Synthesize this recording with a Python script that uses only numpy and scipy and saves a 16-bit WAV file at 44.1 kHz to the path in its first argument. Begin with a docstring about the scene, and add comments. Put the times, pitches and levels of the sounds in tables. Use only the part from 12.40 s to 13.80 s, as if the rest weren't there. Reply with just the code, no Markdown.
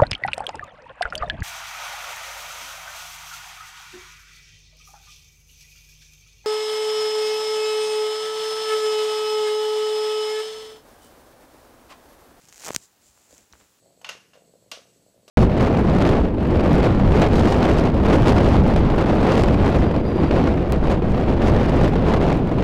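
"""A puppy's claws drag over a carpet, close to the microphone in a quiet room.
They catch and release the loops ever harder, plucking the carpet's backing, until they tear
free with a crack and a thump. Then its fur rustles over the pile (the carpet's soft top),
its legs bump the floor and a claw ticks a few times, over a faint, steady hiss."""
import sys
import numpy as np
from scipy import signal
from scipy.fft import rfft, irfft, next_fast_len
from scipy.io import wavfile

SR = 44100
rng = np.random.default_rng(int(sys.argv[2]) if len(sys.argv) > 2 else 0)


def materialize(psi):
    """Save the field psi as 16-bit PCM at rate SR to the path in sys.argv[1].

    A 1-D psi becomes a single channel; in a 2-D psi each row is a channel.
    """
    bounded = np.clip(np.atleast_2d(psi).T, -1, 1)
    quanta = np.round(bounded * 32767).astype(np.int16)
    wavfile.write(sys.argv[1], SR, quanta)


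N = 61739


def amp(db):
    """Turn decibels into a number to multiply by."""
    return 10 ** (np.asarray(db) / 20)


def unit(x):
    """Scale a sound so its average strength (rms) is 1."""
    return x / np.sqrt(np.mean(x ** 2) + 1e-20)


def peaked(x):
    """Scale a sound so its highest peak is 1."""
    return x / np.abs(x).max()


def level(points):
    """Join (time_s, level_db) points into a volume curve."""
    return amp(np.interp(np.arange(N) / SR, *np.transpose(points)))


def swell_and_fade(t, rise_s, fade_s):
    """A volume curve that rises quickly and dies away by 60 dB every fade_s."""
    return (1 - np.exp(-t / rise_s)) * amp(-60 * t / fade_s)


def add(out, start_s, sound):
    """Mix a sound in at the given time."""
    i = max(int(round(start_s * SR)), 0)
    out[i:i + len(sound)] += sound[:len(out) - i]


def ring(colour, size=4096):
    """A click with a given colour: how strong each frequency is, from low to high."""
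    hz, db = np.transpose(colour)
    f = np.fft.rfftfreq(size, 1 / SR)
    gain = amp(np.interp(np.log(f + 1), np.log(hz), db))
    # these steps pack the sound at the start of the click and keep its colour
    cepstrum = irfft(np.log(gain))
    cepstrum[1:size // 2] *= 2
    cepstrum[size // 2 + 1:] = 0
    return peaked(irfft(np.exp(rfft(cepstrum))))


def resonance(hz, width_hz, top_hz, order=1, size=2048):
    """A soft knock around one pitch: wider dies sooner, and a lower top_hz sounds duller."""
    f = np.fft.rfftfreq(size, 1 / SR)
    band = 1j * f * width_hz / (hz * hz - f * f + 1j * f * width_hz)
    return peaked(irfft(band ** order / (1 + 1j * f / top_hz)))


def coloured(x, colour):
    """Give a sound a colour, at an average strength of 1."""
    return unit(signal.fftconvolve(x, ring(colour))[:N])


def grains(per_s, spread_db):
    """Tiny clicks of uneven size at random times."""
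    happens = rng.random(N) < per_s / SR
    size = amp(spread_db * np.clip(rng.standard_normal(N), -2, 2))
    sign = rng.choice([-1, 1], N)
    return unit(happens * sign * size)


def background_hiss():
    """The faint, steady noise of a quiet room."""
    # colour of the hiss: frequency_hz, level_db
    hiss_colour = [(15, -38), (25, -10), (193, -0.5), (297, -1), (378, -4.5), (762, -1.5), (2010, -5.5),
                   (2230, -7.5), (2560, -6), (4750, -6), (7300, -5.5), (8350, -9), (15500, -8.5)]
    return amp(-65) * coloured(rng.standard_normal(N), hiss_colour)


def room_echo(sound):
    """A furnished room answers with a faint, short echo."""
    t = np.arange(SR // 3) / SR
    tail = rng.standard_normal(len(t)) * swell_and_fade(t, rise_s=0.0043, fade_s=0.23)
    return amp(-39) * signal.fftconvolve(sound, tail / np.linalg.norm(tail))[:N]


def body_rub():
    """The body rubs on the carpet with a dull, grainy sound."""
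    # loudness of the rubbing: time_s, level_db
    rub_levels = [(0, -70.5), (.09, -63.5), (.18, -68.5), (.25, -59), (.305, -42), (.325, -62), (.365, -61),
                  (.39, -63.5), (.5, -70.5), (.66, -67), (.73, -72), (.78, -65.5), (.88, -66.5),
                  (.93, -61.5), (.99, -60.5), (1.09, -73), (1.14, -58.5), (1.18, -66), (1.22, -59),
                  (1.28, -70), (1.4, -71)]
    # colour of the rubbing: frequency_hz, level_db
    rub_colour = [(25, -14), (70, -1), (150, -1.5), (280, -1), (600, -3.5), (1100, -9), (2500, -12),
                  (5000, -22.5), (12000, -43)]
    return level(rub_levels) * coloured(grains(per_s=2500, spread_db=4), rub_colour)


def fur_rustle():
    """Fur slides over the pile with a fine hiss."""
    # loudness of the sliding fur: time_s, level_db
    fur_levels = [(0, -71.5), (.2, -58), (.375, -52.5), (.4, -58), (.442, -52), (.486, -69), (.58, -78),
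                  (.615, -65), (.668, -59), (.74, -65), (.79, -62), (.89, -63.5), (.91, -58), (.99, -60),
                  (1.04, -65.5), (1.09, -71), (1.2, -61.5), (1.28, -69.5), (1.4, -69.5)]
    # colour of the sliding fur: frequency_hz, level_db
    fur_colour = [(300, -22.5), (1500, -16.5), (4000, -10.5), (6000, -5.5), (7400, 1.5), (8500, -8),
                  (10000, -12.5), (15500, -24)]
    return level(fur_levels) * coloured(grains(per_s=9000, spread_db=6), fur_colour)


def claw_ticks():
    """A claw touches down lightly as the puppy shifts."""
    # claw touches: start_s, level_db, pitch_hz, width_hz
    touches = [(.7765, -50, 1000, 1400), (1.1265, -42.5, 4000, 700), (1.1263, -39.5, 5890, 900),
               (1.1349, -36.5, 1130, 1510), (1.154, -44.5, 1100, 1500), (1.203, -45.5, 1590, 2600),
               (1.2119, -41.5, 1380, 2600)]
    out = np.zeros(N)
    for start_s, level_db, pitch_hz, width_hz in touches:
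        add(out, start_s, amp(level_db) * resonance(pitch_hz, width_hz, top_hz=9000, order=2))
    return out


def floor_bumps():
    """Paw and legs hit the carpeted floor with soft thuds that die quickly."""
    # thuds: start_s, level_db, pitch_hz, fade_s
    thuds = [(.038, -47, 151, 0.032), (.079, -49.5, 140, 0.033), (.108, -54, 120, .04),
             (0.146, -54.5, 45, .08), (0.345, -36.5, 107, 0.024), (.364, -37, 72, 0.039),
             (.648, -61, 62.3, .1), (.692, -55.5, 62, 0.13), (.908, -45, 564, 0.017),
             (.9288, -40.5, 545, .018), (.931, -51, 290, 0.06), (0.919, -56, 68, 0.23),
             (1.02, -60, 66, .08), (1.118, -54, 194, 0.048), (1.125, -53, 65.5, 0.17),
             (1.195, -56.5, 190, 0.047), (1.221, -64, 66, .08)]
    out = np.zeros(N)
    t = np.arange(SR // 3) / SR
    for start_s, level_db, pitch_hz, fade_s in thuds:
        volume = amp(level_db) * swell_and_fade(t, rise_s=0.13 / pitch_hz, fade_s=fade_s)
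        add(out, start_s, volume * np.sin(2 * np.pi * pitch_hz * t))
    return out


def snap(colour, chatter_db, size=512):
    """A loop lets go sharply, and the fibres next to it flick in a short chatter."""
    t = np.arange(size) / SR
    push = rng.standard_normal(size) * swell_and_fade(t, rise_s=0.00032, fade_s=0.005)
    push *= amp(chatter_db) / np.linalg.norm(push)
    push[0] = 1  # the release itself
    return np.convolve(push, ring(colour))


def claw_drag():
    """Claws comb through the pile, snap its loops and pluck the backing."""
    # loudness of the dragging paw: time_s, level_db
    drag_levels = [(0, -59.5), (.07, -61), (.16, -56.5), (.21, -50.5), (.25, -42), (.287, -38.5),
                   (.296, -49.5), (.322, -49), (.34, -48.5), (.35, -37.5), (.364, -45.5), (.372, -79),
                   (.4, -75)]
    # colour of the combed pile: frequency_hz, level_db
    pile_colour = [(120, -49.5), (200, -13.5), (253, -8), (874, -4), (1170, -11.5), (1510, -4.5),
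                   (3420, -8), (6710, -2.5), (9480, -9.5), (14200, -17.5), (15500, -24)]
    # loops slipping off the claws: start_s, level_db
    loop_snaps = [(.054, -38.5), (0.0871, -34), (0.0917, -36.5), (0.0978, -37), (0.1264, -30.5),
                  (0.1307, -36.5), (.1446, -34.5), (0.1595, -32.5), (.171, -36), (0.174, -36),
                  (0.1797, -27.5), (0.1973, -30), (0.2056, -28.5), (0.2178, -33), (0.2254, -33),
                  (0.236, -30), (.2472, -19.5), (0.2531, -22), (.2603, -23.5), (0.2644, -21.5),
                  (0.2709, -17.5), (0.2757, -29), (.2829, -19.5), (0.2896, -25), (0.307, -28),
                  (0.3168, -24.5), (0.3287, -29), (.3336, -23), (0.3449, -30), (0.3467, -20.5),
                  (0.3479, -11.5), (.9095, -38), (0.9274, -42), (0.9413, -40), (0.949, -40), (.98, -34),
                  (1.029, -44)]
    # colour of a snapping loop: frequency_hz, level_db
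    snap_colour = [(100, -7.5), (500, -9.5), (1200, -11), (2500, -4), (4200, -8), (6500, 5), (7800, 1),
                   (10000, -14.5), (13000, -10.5), (16000, -14)]
    # the lifted backing springs back: start_s, level_db, pitch_hz
    plucks = [(0.0872, -44.5, 790), (0.1263, -37.5, 1800), (0.1589, -43, 1400), (0.1801, -42.5, 1000),
              (0.2113, -38, 800), (0.2383, -29.5, 1010), (.2652, -25, 780), (.271, -29, 1200),
              (.2772, -22, 885), (.2835, -24.5, 726), (0.285, -27.5, 700), (0.2898, -19, 790),
              (.304, -26.5, 620), (0.3058, -15, 383), (0.3333, -33.5, 590), (.3487, -19.5, 1500)]
    out = level(drag_levels) * coloured(grains(per_s=1500, spread_db=6), pile_colour)
    for start_s, level_db in loop_snaps:
        add(out, start_s, amp(level_db) * snap(snap_colour, chatter_db=-3.5))
    for start_s, level_db, pitch_hz in plucks:
        pluck = resonance(pitch_hz, width_hz=1.24 * pitch_hz, top_hz=1800)
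        add(out, start_s, amp(level_db) * pluck)
    return out


def claws_tear_free():
    """The claws come loose with a loud crack, and the carpet falls back with a thump."""
    # colour of the crack: frequency_hz, level_db
    crack_colour = [(100, -24), (800, -28.5), (1500, -1), (2500, -6.5), (4200, -6.5), (5200, 1), (6300, 0),
                    (7500, -5.5), (8500, -1), (10800, -20), (13500, -14.5), (16000, -25)]
    crack_s, thump_delay_s = 0.3625, 0.00044
    out = np.zeros(N)
    add(out, crack_s, amp(-3) * snap(crack_colour, chatter_db=-12))
    add(out, crack_s + thump_delay_s, amp(-24.5) * resonance(hz=166, width_hz=216, top_hz=447))
    return out


def scene():
    """Mix the puppy, its echo and the hiss into one channel."""
    puppy = claw_drag() + claws_tear_free() + floor_bumps() + claw_ticks() + fur_rustle() + body_rub()
    return (background_hiss() + room_echo(puppy) + puppy)[None]


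def record(dry):
    """The small microphone loses the deep bass and the very highest treble."""
    low_cut_hz, top_hz = 38, 15850
    size = next_fast_len(N + SR // 2)
    f = np.fft.rfftfreq(size, 1 / SR)
    s = 1j * f / low_cut_hz
    bass_cut = s * s / (s * s + s + 1)
    return irfft(rfft(dry, size) * bass_cut * (f < top_hz), size)[..., :N]


dry = scene()
out = record(dry)
materialize(out)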